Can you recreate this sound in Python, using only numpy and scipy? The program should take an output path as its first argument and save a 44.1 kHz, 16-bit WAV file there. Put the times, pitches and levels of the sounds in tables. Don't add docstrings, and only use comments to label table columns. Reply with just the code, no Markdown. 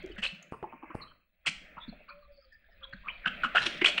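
import sys
import numpy as np
from scipy import signal
from scipy.fft import rfft, irfft, next_fast_len
from scipy.io import wavfile
from scipy.ndimage import uniform_filter1d, map_coordinates

SR = 44100
rng = np.random.default_rng(int(sys.argv[2]) if len(sys.argv) > 2 else 0)


def unload_audio(sound):
    columns = np.transpose(np.atleast_2d(sound))
    steps = np.round(np.clip(columns, -1, 1) * 32767)
    wavfile.write(sys.argv[1], SR, steps.astype(np.int16))


def boost_factor(decibels):
    exponent = np.asarray(decibels, float) / 20
    return 10 ** exponent


N = 176400

# (time [s], peak level [dB], pitch [Hz], treble [dB], length [s])
CLAW_RAKES = [(0.177, -24, 1830, -21, 0.024), (0.218, -13, 2950, -16.5, 0.051),
              (1.46, -8, 2584, -11.5, 0.03), (3.255, -13.5, 1410, -55, 0.013),
              (3.269, -13, 2866, -31, 0.014), (3.433, -13, 1430, -29, 0.013),
              (3.439, -15.5, 2900, -26.5, 0.025), (3.548, -5.5, 1436, -26, 0.025),
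              (3.565, -8, 2865, -33, 0.026), (3.811, -10, 2178, -31, .016), (3.842, -4.5, 2554, -22, 0.011),
              (3.853, -5.5, 3105, -14.5, 0.023), (3.874, -11.5, 2880, -11, 0.022),
              (3.976, -7.5, 2800, -26.5, 0.011)]
# (time [s], peak level [dB], pitch [Hz], length [s])
DULL_SCUFFS = [(0.158, -41, 1780, 0.014), (0.521, -34, 1110, 0.023), (0.625, -35.5, 850, 0.023),
               (0.717, -38.5, 1036, 0.024), (0.818, -37.5, 1000, 0.024), (0.897, -34, 1140, 0.021),
               (0.964, -35.5, 1170, 0.11), (1.105, -49.5, 1205, 0.013), (1.448, -29.5, 1445, 0.04),
               (1.762, -34, 1120, 0.029), (2.077, -35.5, 1253, .035), (2.806, -38.5, 1320, 0.056),
               (2.923, -37, 1610, 0.016), (3.034, -31.5, 1170, 0.073), (3.077, -21.5, 2580, 0.016),
               (3.238, -31.5, 1700, 0.016)]
# (pitch [Hz], width [Hz], level [dB])
CARPET_SHELL = [(583, 390, -8.5), (1575, 377, 1.5), (2910, 334, 5.5), (4200, 960, -31)]
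# (pitch [Hz], width [Hz], level [dB])
RAKE_SHEEN = [(4200, 1200, 1.5), (6100, 940, 1), (7650, 1240, 1.5), (9390, 690, -1.5)]
# (frequency [Hz], level [dB per Hz])
SCRATCH_TONE = [(3000, -26), (4200, 13), (5500, 7), (7500, 4), (9500, 0), (11500, -22.5), (16000, -68.5)]
# (time [s], peak level [dB], pitch [Hz])
CLAW_TIPS = [(0.2295, -24, 2900), (0.2359, -18, 2584), (0.241, -22.5, 3000), (0.2453, -19, 2560),
             (0.2531, -20.5, 2920), (0.2578, -19, 2920), (0.264, -21, 2650), (1.4627, -22.5, 2770),
             (1.4695, -20.5, 2790), (1.4744, -21.5, 2080), (1.478, -16.5, 3100), (1.4835, -26, 2790),
             (3.0853, -23, 2450), (3.2592, -17, 1510), (3.266, -24, 1285), (3.2733, -21, 2840),
             (3.2813, -24.5, 2990), (3.4349, -17, 1457), (3.4392, -22.5, 1343), (3.4478, -17, 1277),
             (3.4599, -30.5, 1330), (3.4703, -31, 1540), (3.5497, -19.5, 1378), (3.5576, -13.5, 1460),
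             (3.5656, -15, 1480), (3.5683, -15, 1503), (3.579, -18, 2850), (3.5819, -17.5, 1730),
             (3.8153, -22.5, 2300), (3.8216, -23.5, 2230), (3.8491, -7, 2490), (3.858, -12.5, 3176),
             (3.8615, -12.5, 3170), (3.8697, -15, 2300), (3.8877, -18, 2990), (3.98, -13, 3090),
             (3.9862, -21, 2970)]
# (time [s], peak level [dB], pitch [Hz])
SINGLE_TOES = [(0.5301, -42, 830), (0.5372, -41, 915), (0.6269, -33, 860), (0.6331, -35.5, 726),
               (0.6409, -31.5, 944), (0.726, -38.5, 880), (0.7328, -34.5, 1056), (0.8333, -43, 840),
               (0.8425, -36.5, 1100), (0.9054, -39.5, 1010), (0.9107, -44, 1080), (0.9462, -35.5, 802),
               (1.7709, -35, 1017), (1.7837, -34, 1150), (2.935, -30, 1620)]
# (time [s], peak level [dB])
FIBRE_TICKS = [(0.0285, -49.5), (0.0383, -60), (0.0618, -49), (0.0962, -58), (0.1234, -57.5),
               (0.1443, -70.5), (0.1585, -64), (0.3191, -52.5), (0.3502, -53), (0.3627, -58), (0.397, -61),
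               (0.4282, -44), (2.525, -58.5), (2.895, -67), (2.9342, -54), (3.7313, -39), (3.9778, -33.5)]
# (time [s], peak level [dB], pitch [Hz])
PAW_THUMPS = [(0.036, -29.5, 338), (0.095, -36.5, 365), (0.178, -40.5, 217), (0.246, -38.5, 596),
              (0.32, -45.5, 178), (0.534, -45, 442), (0.625, -30.5, 347), (0.729, -40, 282),
              (0.828, -39, 325), (0.898, -40, 300), (1.476, -30.5, 189), (1.768, -45.5, 164.4),
              (1.878, -33.5, 197), (1.925, -43, 650), (2.0, -47, 593), (2.686, -57, 687), (2.931, -40, 185),
              (3.263, -31.5, 238), (3.445, -33.5, 216), (3.547, -22, 690), (3.657, -31, 340),
              (3.747, -35.5, 341), (3.813, -22.5, 339.4), (3.887, -28.5, 600)]
# (time [s], peak level [dB], pitch [Hz])
MORE_THUMPS = [
    (0.102, -43.5, 62.7),
    (3.591, -38.5, 157),
]
# (time [s], level [dB])
FLANK_RUB = [
    (3.59, -36.5),
    (3.65, -32),
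    (3.69, -35.5),
    (3.72, -44),
    (3.79, -48),
]
# (frequency [Hz], level [dB per Hz])
FUR_TONE = [(400, -11.5), (1300, -13), (2800, -1.5), (4500, -13), (7500, -27), (9800, -31), (12500, -95)]
# (time [s], peak level [dB], width [s], treble [dB], direction [+1 or -1])
CAMERA_KNOCKS = [
    (0.5237, -28, 0.00091, -26, 1),
    (0.6287, -27.5, 0.0006, -49, 1),
    (0.9527, -26.5, 0.0014, -23, -1),
]
# (frequency [Hz], level [dB per Hz])
AIR_TONE = [(3500, -43), (4800, 3), (6600, -17), (8500, 3.5), (11000, -4), (13000, -37)]
# (time [s], peak level [dB], pitch [Hz], length [s])
FIBRE_SQUEAKS = [(0.11, -55, 4540, .008), (0.111, -38.5, 2980, .01), (.235, -26, 4120, .03),
                 (0.423, -44.5, 6650, 0.005), (1.009, -36.5, 4200, 0.019), (1.058, -49, 3124, 0.037),
                 (1.798, -33, 3510, .035), (1.875, -42.5, 4200, 0.017), (2.084, -45, 4230, 0.012),
                 (2.078, -39.5, 2406, .03), (2.205, -57.5, 4200, .03), (2.31, -47.5, 4700, 0.099),
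                 (2.518, -54, 4900, 0.018), (2.704, -64, 5070, 0.022), (2.826, -31, 3300, 0.013),
                 (2.833, -45.5, 3820, .012), (2.924, -47.5, 4200, .01), (3.089, -31.5, 2980, .012),
                 (3.716, -33, 3257, 0.015)]
# (time [s], peak level [dB], pitch [Hz])
FAR_TAPS = [
    (2.207, -49, 1190),
    (2.402, -58, 1250),
    (2.505, -43.5, 1754),
    (2.62, -51.5, 1700),
    (2.6974, -50, 1760),
]
# (time [s], pitch [Hz], level [dB])
POST_CREAKS = [
    [(2.09, 561, -60.5), (2.19, 583, -54.5), (2.275, 570, -70.5), (2.31, 573, -54.5), (2.365, 567, -70),
     (2.39, 560, -53), (2.42, 542, -76), (2.46, 531, -58.5), (2.53, 527, -90)],
    [(2.74, 563, -84), (2.85, 530, -58), (2.97, 564, -64)],
]
# (time [s], rustle level [dB], fizz level [dB], rumble level [dB])
FLOOR_STIR = [(0, -50.5, -57.5, -59.5), (.2, -59.5, -76.5, -53), (.45, -64, -85, -79),
              (1.0, -58, -117.5, -65), (1.3, -87.5, -100, -78.5), (1.6, -60, -75.5, -60.5),
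              (2.0, -61.5, -79, -62), (2.5, -75, -84.5, -65), (3.0, -65, -72, -55.5),
              (3.45, -47, -61.5, -56.5), (4.0, -44.5, -47.5, -61.5)]
# (frequency [Hz], level [dB per Hz])
RUSTLE_TONE = [(80, -42.5), (170, 1), (420, -14.5), (600, -0.5), (950, -22.5), (1400, -7.5), (2600, -1.5),
               (3700, -45.5)]
# (frequency [Hz], level [dB per Hz])
FIZZ_TONE = [(2300, -52), (3200, -1), (4600, -16.5), (5600, -46.5), (11000, -82.5)]
# (frequency [Hz], level [dB per Hz])
RUMBLE_TONE = [(15, 5), (30, 5.5), (64, -1), (100, -16), (300, -110)]
# (frequency [Hz], time to fall 60 dB [s])
ROOM_RING = [(150, 0.46), (600, 0.34), (2500, 0.41), (6000, 0.42), (12000, 0.22)]
# (pitch [Hz], level [dB])
CAMERA_WHINE = [(15692, -90)]

ROOM_DB, BODY_DB, HISS_DB = -10.5, 6.5, -102
AIR_DB, AIR_T60_S = -22, 0.38
FLICKER_HZ = 59.94


def claws():
    shell, sheen = resonant(CARPET_SHELL), resonant(RAKE_SHEEN)
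    s, db, hz, treble_db, length = np.transpose(CLAW_RAKES)
    ring = grains(s, db - 10.5, hz, length, spread=0.075, cycles=6.06, scatter_db=0, count=12, peak=0.23)
    scratch = snaps(s, db + treble_db - 11, 1.3 * length, count=400)
    bright = filtered(scratch, lambda f: boost_factor(along(SCRATCH_TONE, f)) * sheen(f))
    body = snaps(s, db + BODY_DB - 5.5, length, count=90)
    hard = filtered(body, lambda f: shell(f) / (1 + (f / 4800) ** 6))

    s, db, hz, length = np.transpose(DULL_SCUFFS)
    dull = filtered(snaps(s, db + 1.5, length, count=40), shell)
    dull = dull + grains(s, db - 3.5, hz, length, spread=0.11, cycles=5.0, scatter_db=3, count=12)
    muffled = filtered(dull, lambda f: 1 / (1 + (f / 2900) ** 10))
    return ring + hard + bright + muffled


def catches():
    s, db, hz = np.transpose(CLAW_TIPS)
    tips = grains(s, db + 8, hz, 0, spread=0, cycles=4.15, scatter_db=-1, count=1, peak=.001)
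    s, db, hz = np.transpose(SINGLE_TOES)
    toes = grains(s, db + 8, hz, 0, spread=0, cycles=2.03, scatter_db=0.5, count=1, peak=.001)
    s, db = np.transpose(FIBRE_TICKS)
    ticks = snaps(s, db + 8, np.full(len(s), .0015), count=6)
    return tips + toes + filtered(ticks, resonant([(3300, 1200, -2), (6600, 2600, -0.5)]))


def paws():
    s, db, hz = np.transpose(list(PAW_THUMPS) + list(MORE_THUMPS))
    return grains(s, db + 3.5, hz, 0.01551, spread=0.053, cycles=1.87, scatter_db=0.0, count=4, peak=0.065)


def rub():
    db, = curves(FLANK_RUB)
    gate = fade_gate(3.57, 3.81, 0.028)
    grain_db = 3 * wobble(60) + 3.5 * wobble(300)
    return gate * boost_factor(db - 4 + grain_db) * rush(FUR_TONE, patchy_db=3)


def knocks():
    t, x = np.arange(N) / SR, np.zeros(N)
    scratch, air = rush(SCRATCH_TONE, patchy_db=0), rush(AIR_TONE, patchy_db=1)
    for s, db, width, treble_db, direction in CAMERA_KNOCKS:
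        d = t - s
        away = np.abs(d)
        push = 1.26 * np.sign(direction) * np.tanh(d / 0.00016) * np.exp(-away / width)
        sway = 0.046 * np.sin(2 * np.pi * 55 * d) * (d > 0) * np.exp(-away / 0.037)
        x += boost_factor(db) * (push + sway)
        x += boost_factor(db + treble_db - 10) * scratch * np.exp(-away / 0.00091)
        x += boost_factor(db + treble_db + AIR_DB - 60 * away / AIR_T60_S) * air * (d > -.008)
    return x


def squeaks():
    s, db, hz, length = np.transpose(FIBRE_SQUEAKS)
    high = grains(s, db - 9, hz, 1.5 * length, spread=.03, cycles=15, scatter_db=3, count=30, peak=.4)
    s, db, hz = np.transpose(FAR_TAPS)
    return high + grains(s, db - 6, hz, .05, spread=.03, cycles=12, scatter_db=3, count=8)


def creak():
    x = np.zeros(N)
    for rows in POST_CREAKS:
        hz, db = curves(rows)
        gate = fade_gate(rows[0][0], rows[-1][0], .02)
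        unsteady = 1.1 + .45 * wobble(35) + .45j * wobble(35)
        turning = np.exp(2j * np.pi * np.cumsum(hz) / SR)
        x += gate * boost_factor(db) * np.real(unsteady * turning)
    return x


def room(x):
    out, step = np.zeros(N + 2 * SR), SR // 4
    for a in range(0, N, step):
        hz, t, z = signal.stft(rng.standard_normal(SR), SR, nperseg=256)
        fade = boost_factor(-60 * t / along(ROOM_RING, hz)[:, None])
        tail = signal.istft(z * fade, SR, nperseg=256)[1][:SR]
        wet = signal.fftconvolve(x[a:a + step], tail / np.linalg.norm(tail))
        out[a + 300:][:len(wet)] += wet
    return out[:N]


def floor():
    rustle_db, fizz_db, rumble_db = curves(FLOOR_STIR)
    rustle = boost_factor(rustle_db + 1.5 * wobble(14)) * rush(RUSTLE_TONE, patchy_db=3)
    fizz = boost_factor(fizz_db + 2.5 * wobble(14) + 3 * wobble(150)) * rush(FIZZ_TONE, patchy_db=3)
    rumble = boost_factor(rumble_db + 3.5 * wobble(10)) * rush(RUMBLE_TONE, patchy_db=0)
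    return rustle + fizz + rumble + boost_factor(HISS_DB) * rng.standard_normal(N)


def whine():
    (hz, db), = CAMERA_WHINE
    t = np.arange(N) / SR
    frame = (t * FLICKER_HZ + .71).astype(int)
    skip = rng.standard_normal((2, 300))[:, frame]
    level = np.sqrt(2) * boost_factor(db + 3 + 3.5 * skip[0])
    tone = level * np.sin(2 * np.pi * hz * t + 1.1 * skip[1])
    return filtered(tone, lambda f: f < 15850)


def grains(s, db, hz, length, spread, cycles, scatter_db, count, peak=0.37):
    u = (np.arange(count) + rng.random((len(s), count))) / count
    g = rng.standard_normal((len(s), count, 2))
    start = (s[:, None] + np.abs(length)[..., None] * u).reshape(-1, 1)
    pitch = np.clip(hz[:, None] * np.exp(spread * g[..., 0]), 60, 15000).reshape(-1, 1)
    size = boost_factor(db[:, None] + scatter_db * g[..., 1] + swell(u, peak, 6.3)).reshape(-1, 1)
    t = np.arange(2048) / SR
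    decay = np.exp(-t * pitch / cycles)
    attack = (1 - np.exp(-t * pitch / (0.25 * cycles))) ** 2
    wave = size * np.sin(2 * np.pi * pitch * t) * decay * attack
    at = np.round(start * SR).astype(int) + np.arange(2048)
    return np.bincount(at.ravel(), wave.ravel(), N + SR)[:N]


def snaps(s, db, length, count):
    u, g = rng.random((len(s), count)), rng.standard_normal((len(s), count))
    at = np.round((s[:, None] + np.abs(length)[:, None] * u) * SR).astype(int)
    clicks = boost_factor(db[:, None] + swell(u, .3, 12)) * g
    return np.bincount(at.ravel(), clicks.ravel(), N + SR)[:N]


def swell(u, peak, fall_db):
    return np.where(u < peak, -16 * (1 - u / peak), -fall_db * (u - peak))


def rush(spectrum, patchy_db):
    z = signal.stft(rng.standard_normal(N), nperseg=512)[2]
    field = uniform_filter1d(rng.standard_normal(z.shape), size=4, axis=0)
    field = uniform_filter1d(field, size=10, axis=1)
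    x = signal.istft(z * boost_factor(patchy_db * unit(field)), nperseg=512)[1][:N]
    return unit(filtered(x, lambda hz: boost_factor(along(spectrum, hz))))


def resonant(peaks):
    def response(f):
        total = 0
        for k, (center, width, db) in enumerate(peaks):
            damping = 1j * f * width
            total = total + (-1) ** k * boost_factor(db) * damping / (center * center - f * f + damping)
        return total
    return response


def filtered(x, response):
    m = next_fast_len(N + SR // 2)
    return irfft(rfft(x, m) * response(np.fft.rfftfreq(m, 1 / SR)), m)[:N]


def fade_gate(start, end, fade):
    t = np.arange(N) / SR
    return np.clip(np.minimum(t - start, end - t) / fade, 0, 1)


def wobble(rate):
    return map_coordinates(rng.standard_normal(int(N * rate / SR) + 4), [np.arange(N) * rate / SR])


def curves(rows):
    s, *cols = np.transpose(rows)
    return [np.interp(np.arange(N) / SR, s, c) for c in cols]


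def along(points, hz):
    f, v = np.transpose(points)
    return np.interp(np.log(hz + 1), np.log(f + 1), v)


def unit(x):
    return x / np.sqrt(np.mean(x ** 2) + 1e-20)


def scene():
    near = claws() + catches() + rub() + knocks()
    thin, low = squeaks(), paws()
    echoes = boost_factor(ROOM_DB) * room(near + boost_factor(-2.0) * thin + boost_factor(0.5) * low)
    return (near + thin + low + echoes + creak() + floor() + whine())[None]


def roll_off(x):
    return signal.sosfilt(signal.butter(12, 15870, fs=SR, output="sos"), x)


def record(dry):
    return roll_off(dry)


dry = scene()
out = record(dry)
unload_audio(out)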